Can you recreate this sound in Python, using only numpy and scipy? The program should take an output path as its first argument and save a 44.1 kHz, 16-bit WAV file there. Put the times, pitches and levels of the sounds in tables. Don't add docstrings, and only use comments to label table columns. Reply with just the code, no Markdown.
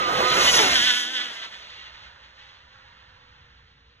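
import sys
import numpy as np
from scipy import signal
from scipy.fft import rfft, irfft
from scipy.io import wavfile
from scipy.ndimage import map_coordinates

SR = 44100
rng = np.random.default_rng(int(sys.argv[2]) if len(sys.argv) > 2 else 0)


def unload_wav(signal):
    wavfile.write(
        sys.argv[1],
        SR,
        np.round(np.clip(np.atleast_2d(signal).T, -1, 1) * 32767).astype(np.int16),
    )


N = 176400

SPEED_M_S, PASSES_S, DISTANCE_M, SOUND_M_S = 72, .64, 5.3, 343
GEAR_RATIO = 3.333

# (t/s, f/Hz)
REAR_ROTATION = [(0, 301), (.07, 285), (.12, 300), (.17, 301), (.22, 283), (.27, 298), (.31, 297),
                 (.365, 321), (.39, 286), (.42, 294), (.46, 279), (.55, 303), (.69, 297), (.745, 308),
                 (.805, 280), (.87, 305), (.925, 291), (.98, 300), (1.045, 291), (1.135, 316), (1.19, 294),
                 (1.235, 303), (1.31, 282), (1.4, 271), (2.1, 255), (4, 205)]
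# (t/s, f/Hz)
FRONT_ROTATION = [(1.25, 399), (4, 305)]
# (t/s, roar level/dB, hiss level/dB)
RUSH_LEVELS = [(0.02, -32, -47.5), (0.21, -23.5, -41.5), (0.28, -32, -38), (0.36, -23, -31),
               (0.53, -30.5, -21.5), (0.59, -23.5, -25.5), (0.8, -39, -33), (1.02, -54, -37),
               (1.08, -49, -46.5), (1.16, -50, -46), (1.42, -55, -55), (1.99, -66, -83), (3.9, -76.5, -98)]
# (t/s, level/dB)
WHIR_LEVEL = [(0, -30.5), (.3, -25.5), (.45, -22), (.49, -20), (.515, -26), (.54, -19.5), (.71, -24.5),
              (.76, -21.5), (.8, -21), (.85, -24), (.875, -19), (.9, -18.5), (.93, -24), (1.05, -30),
              (1.125, -34.5), (1.165, -25.5), (1.28, -37), (1.45, -39), (1.5, -49), (1.54, -41),
              (1.6, -46.5), (1.85, -45.5), (1.92, -51.5), (2.05, -49.5), (2.17, -58.5), (2.25, -52.5),
              (2.33, -58), (2.41, -51), (2.65, -59), (2.75, -57), (3.6, -61.5), (3.85, -64.5)]
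# (f/Hz, level/dB)
TYRE_SPECTRUM = [(500, -50.5), (900, -1.5), (1250, 3.5), (1600, -4.5), (1950, 5), (2400, 3), (3200, 4),
                 (4200, 2.5), (5000, -7), (6500, -11.5), (12000, -65.5)]
ROAR_SPECTRUM = [(30, -54), (120, -5), (300, -5.5), (650, -0.5), (950, -2), (1500, -4), (5000, -31)]
HISS_SPECTRUM = [(3000, -23), (4800, 4.5), (6000, 6.5), (7400, -2.5), (8800, -12), (10000, -5.5),
                 (12000, -13.5), (15000, -23)]
# (t/s, level spread/dB)
FLUTTER_DEPTH = [(1.5, 1.5), (2.6, .5)]
# (t/s, front level/dB, rear level/dB, motor level/dB)
TONE_LEVELS = [(0, -41, -49, -25), (.2, -32, -43, -27), (.4, -32, -43, -25), (.5, -36, -45, -37),
               (.54, -29, -44, -38), (.61, -28, -39, -38), (.7, -41, -44, -48), (1, -50, -56, -58),
               (1.27, -54, -59, -56), (1.42, -84, -84, -84)]
# (front level/dB, rear level/dB)
HUM_HARMONICS = [(-2, 2.5), (-8, -7.5), (-26.5, -15.5), (-17.5, -7)]
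RUMBLE_LEVEL = [(0.02, -53), (0.52, -43), (0.89, -48.5), (1.03, -71.5), (1.84, -59), (2.28, -62),
                (3.43, -58.5), (3.98, -62.5)]
RUMBLE_SPECTRUM = [(20, -10), (45, -14), (59, 4.5), (75, -2), (135, -7), (180, -15), (400, -28),
                   (2000, -62.5)]
# (f/Hz, level/dB)
ECHO_LOW = [(150, -31.5), (500, 12.5), (1800, 9.5), (4000, -11.5)]
ECHO_HIGH = [(1500, -27), (3500, 28.0), (9000, -41)]
# (harmonic number, level/dB)
SQUEAL_SWELLS = [(.488, .034, -19.5), (.57, .07, -30)]
SQUEAL_HARMONICS = [(4, -5), (6, 0)]
# (t/s, peak level/dB)
BUMPS = [(.543, -3.5), (.683, -9), (.744, -7), (.758, -2.5)]
# (f/Hz, level/dB)
SLAP_SPECTRUM = [(200, -39), (1250, -18), (1480, -1.5), (1980, -3), (2350, -12), (2700, -5.5), (3150, 2.5),
                 (3500, 2), (3950, -8), (4900, -11), (6200, -20), (15000, -52)]
# (t/s, level spread/dB, timing spread/s)
SLAP_SPREAD = [(1.2, 1.6, .00002), (1.35, 3, .00006)]
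# (t/s, level/dB)
BUZZ_BALANCE = [(0, -31), (.62, -9), (.71, -3), (.76, 6), (.9, 10), (1.08, 7), (1.18, 9), (1.27, 1.5),
                (1.4, 1), (1.9, -8)]
FAR_LEVEL = [(1.5, -85), (1.9, -52.5), (2.2, -56.5), (2.65, -59.5), (2.75, -55), (3.58, -61), (3.75, -67.5)]
FAR_SPECTRUM = [(500, -9), (950, 21.5), (1300, 18), (1850, 21.5), (2500, -28)]
# (t/s, f/Hz, level/dB)
HUM_ECHO = [(1.5, 549.7, -71.5), (3.1, 507.8, -69), (3.6, 463.6, -75.5)]
# (f/Hz, level/dB)
PORT_PHASES = [(0, 0), (900, -1.7), (1200, -2.9), (1400, -6), (2350, -4), (2800, -5), (3500, -5),
               (4800, -3.14), (15500, 12.9)]
PORT_LEVELS = [(750, 0), (1280, -11), (1650, -6), (2100, -8), (2500, -.5), (5000, 0)]
REFLECTION_LAGS = [.0031, .0074, .0137]


def undb(db):
    return 10 ** (np.asarray(db) / 20)


def unit(x):
    return x / np.sqrt(np.mean(x ** 2))


def curve(table):
    times, *columns = np.array(table, float).T
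    return [np.interp(np.arange(N) / SR, times, column) for column in columns]


def response(points):
    hz, db = np.array(points, float).T
    return undb(np.interp(np.log(np.fft.rfftfreq(N, 1 / SR) + 1), np.log(hz), db))


def colour(x, points):
    return unit(irfft(rfft(x) * response(points), N))


def drift(bandwidth_hz):
    lowpass = np.exp(-(np.fft.rfftfreq(N, 1 / SR) / bandwidth_hz) ** 2)
    return unit(irfft(rfft(rng.standard_normal(N)) * lowpass, N))


def tone(cycles, waver_db=1.3, smear_rad=0.14):
    phase = 2 * np.pi * cycles + smear_rad * drift(50)
    return unit(np.sin(phase) * undb(waver_db * drift(21)))


def path():
    sent_s = np.linspace(-2, 4, 6000)
    metres = np.hypot(SPEED_M_S * sent_s, DISTANCE_M)
    heard_s = PASSES_S + sent_s + (metres - DISTANCE_M) / SOUND_M_S
    return curve(np.c_[heard_s, metres, np.gradient(sent_s, heard_s)])


def motor_whine(rear_turns, level_db):
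    return undb(level_db) * tone(GEAR_RATIO * rear_turns)


def wheel_hum(front_turns, rear_turns, front_db, rear_db, metres):
    brightness = undb(8 * DISTANCE_M / metres)
    hum = 0
    for k, (front_partial_db, rear_partial_db) in enumerate(HUM_HARMONICS, 1):
        front = undb(front_db + front_partial_db) * tone(k * front_turns)
        rear = undb(rear_db + rear_partial_db) * tone(k * rear_turns, waver_db=0, smear_rad=0.63)
        hum += (front + rear) * (brightness if k > 1 else 1)
    return hum


def tread(turns, points_per_turn=128, correlation=0.34):
    grit = rng.standard_normal((int(turns[-1]) + 2, points_per_turn))
    grit = signal.lfilter([1], [1, -correlation], grit, axis=0)
    return unit(map_coordinates(grit.ravel(), [turns * points_per_turn], order=3, mode="wrap"))


def rush(front_turns, rear_turns, spectrum):
    noise = colour(tread(front_turns) + tread(rear_turns), spectrum)
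    return noise * undb(curve(FLUTTER_DEPTH)[0] * drift(17.6))


def air_absorption(x, metres, db_per_m=0.0638):
    hz, times, frames = signal.stft(x, SR, nperseg=256)
    loss_db = db_per_m * np.outer((hz / 1e4) ** 2, np.interp(times * SR, np.arange(N), metres))
    return signal.istft(frames * undb(-loss_db), SR)[1][:N]


def rumble():
    return undb(curve(RUMBLE_LEVEL)[0]) * colour(rng.standard_normal(N), RUMBLE_SPECTRUM)


def tree_echo(x, low_t60_s=4.52, high_t60_s=1.45, build_s=0.086, level_db=-33.5):
    t = np.arange(N) / SR
    low = colour(rng.standard_normal(N), ECHO_LOW) * undb(-60 * t / low_t60_s)
    high = colour(rng.standard_normal(N), ECHO_HIGH) * undb(-60 * t / high_t60_s)
    echo = (low + high) * (1 - np.exp(-t / build_s))
    return undb(level_db) * signal.fftconvolve(x, echo / np.linalg.norm(echo))[:N]


def squeal(front_turns):
    t = np.arange(N) / SR
    swell = sum(undb(db) * np.exp(-(2 * (t - middle) / length) ** 4)
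                for middle, length, db in SQUEAL_SWELLS)
    return swell * sum(undb(db) * tone(k * front_turns) for k, db in SQUEAL_HARMONICS)


def knocks():
    impulses = np.zeros(N)
    for at_s, db in BUMPS:
        impulses[int(at_s * SR)] = undb(db)
    gain = response(SLAP_SPECTRUM)
    return irfft(rfft(impulses) * gain, N) / np.mean(gain)


def slap_buzz(turns, delay_s_per_hz=3e-7):
    spread_db, jitter_s = curve(SLAP_SPREAD)
    at = np.interp(np.arange(1, int(turns[-1])), turns, np.arange(N))
    chance = rng.standard_normal((len(at), 2))
    at += jitter_s[at.astype(int)] * SR * chance[:, 0]
    taps = at.astype(int)[:, None] + np.arange(-7, 9)
    spread_db = spread_db[taps % N]
    excess_db = spread_db ** 2 * np.log(10) / 20
    strength = undb(spread_db * np.clip(chance[:, 1:], -2, 2) - excess_db)
    pulses = np.zeros(N)
    np.add.at(pulses, taps % N, np.sinc(taps - at[:, None]) * strength)
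    chirp = np.exp(-1j * np.pi * delay_s_per_hz * np.fft.rfftfreq(N, 1 / SR) ** 2)
    return colour(irfft(rfft(pulses) * chirp, N), SLAP_SPECTRUM)


def far_rolling():
    level_db = curve(FAR_LEVEL)[0] + 0.64 * drift(17)
    return undb(level_db) * colour(rng.standard_normal(N), FAR_SPECTRUM)


def late_hum():
    hz, level_db = curve(HUM_ECHO)
    return undb(level_db) * tone(np.cumsum(hz) / SR, waver_db=2, smear_rad=.8)


def car():
    metres, doppler = path()
    front_turns = np.cumsum(curve(FRONT_ROTATION)[0] * doppler) / SR
    rear_turns = np.cumsum(curve(REAR_ROTATION)[0] * doppler) / SR
    roar_db, hiss_db = curve(RUSH_LEVELS)
    front_db, rear_db, motor_db = curve(TONE_LEVELS)
    balance = undb(curve(BUZZ_BALANCE)[0])
    buzz = balance * undb(2) * slap_buzz(rear_turns)
    tyres = undb(3.5) * rush(front_turns, rear_turns, TYRE_SPECTRUM)
    whir = undb(curve(WHIR_LEVEL)[0]) * (buzz + tyres) / np.hypot(1, balance)
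    roar = undb(roar_db + 2) * rush(front_turns, rear_turns, ROAR_SPECTRUM)
    hiss = undb(hiss_db + 3) * rush(front_turns, rear_turns, HISS_SPECTRUM)
    noise = air_absorption(whir + roar + hiss, metres)
    hum = wheel_hum(front_turns, rear_turns, front_db, rear_db, metres)
    return noise + hum + squeal(front_turns) + knocks() + motor_whine(rear_turns, motor_db)


def ports(x, diffuse_db=-9):
    hz, radians = np.array(PORT_PHASES).T
    lead = np.exp(1j * np.interp(np.fft.rfftfreq(N, 1 / SR), hz, radians) / 2)
    tilt = response(PORT_LEVELS)
    gains = np.array([tilt * lead, 1 / lead]) * np.sqrt(2 / (1 + tilt ** 2))
    kernels = np.roll(irfft(gains, N), 256, axis=1)[:, :512]
    direct = signal.fftconvolve(x[None], kernels, axes=1)[:, 256:N + 256]
    midrange = signal.sosfilt(signal.butter(1, [600, 3500], "band", fs=SR, output="sos"), x)
    echoes = [np.pad(midrange, (int(lag * SR), 0))[:N] for lag in REFLECTION_LAGS]
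    diffuse = np.array([sum(echo * drift(10.1) for echo in echoes) for _ in "LR"])
    return direct + undb(diffuse_db) * diffuse / np.sqrt(len(echoes))


def scene():
    direct = car()
    return ports(direct + tree_echo(direct) + far_rolling() + late_hum() + rumble())


def record(dry):
    return signal.sosfilt(signal.ellip(8, .2, 70, 15100, fs=SR, output="sos"), dry)


dry = scene()
out = record(dry)
unload_wav(out)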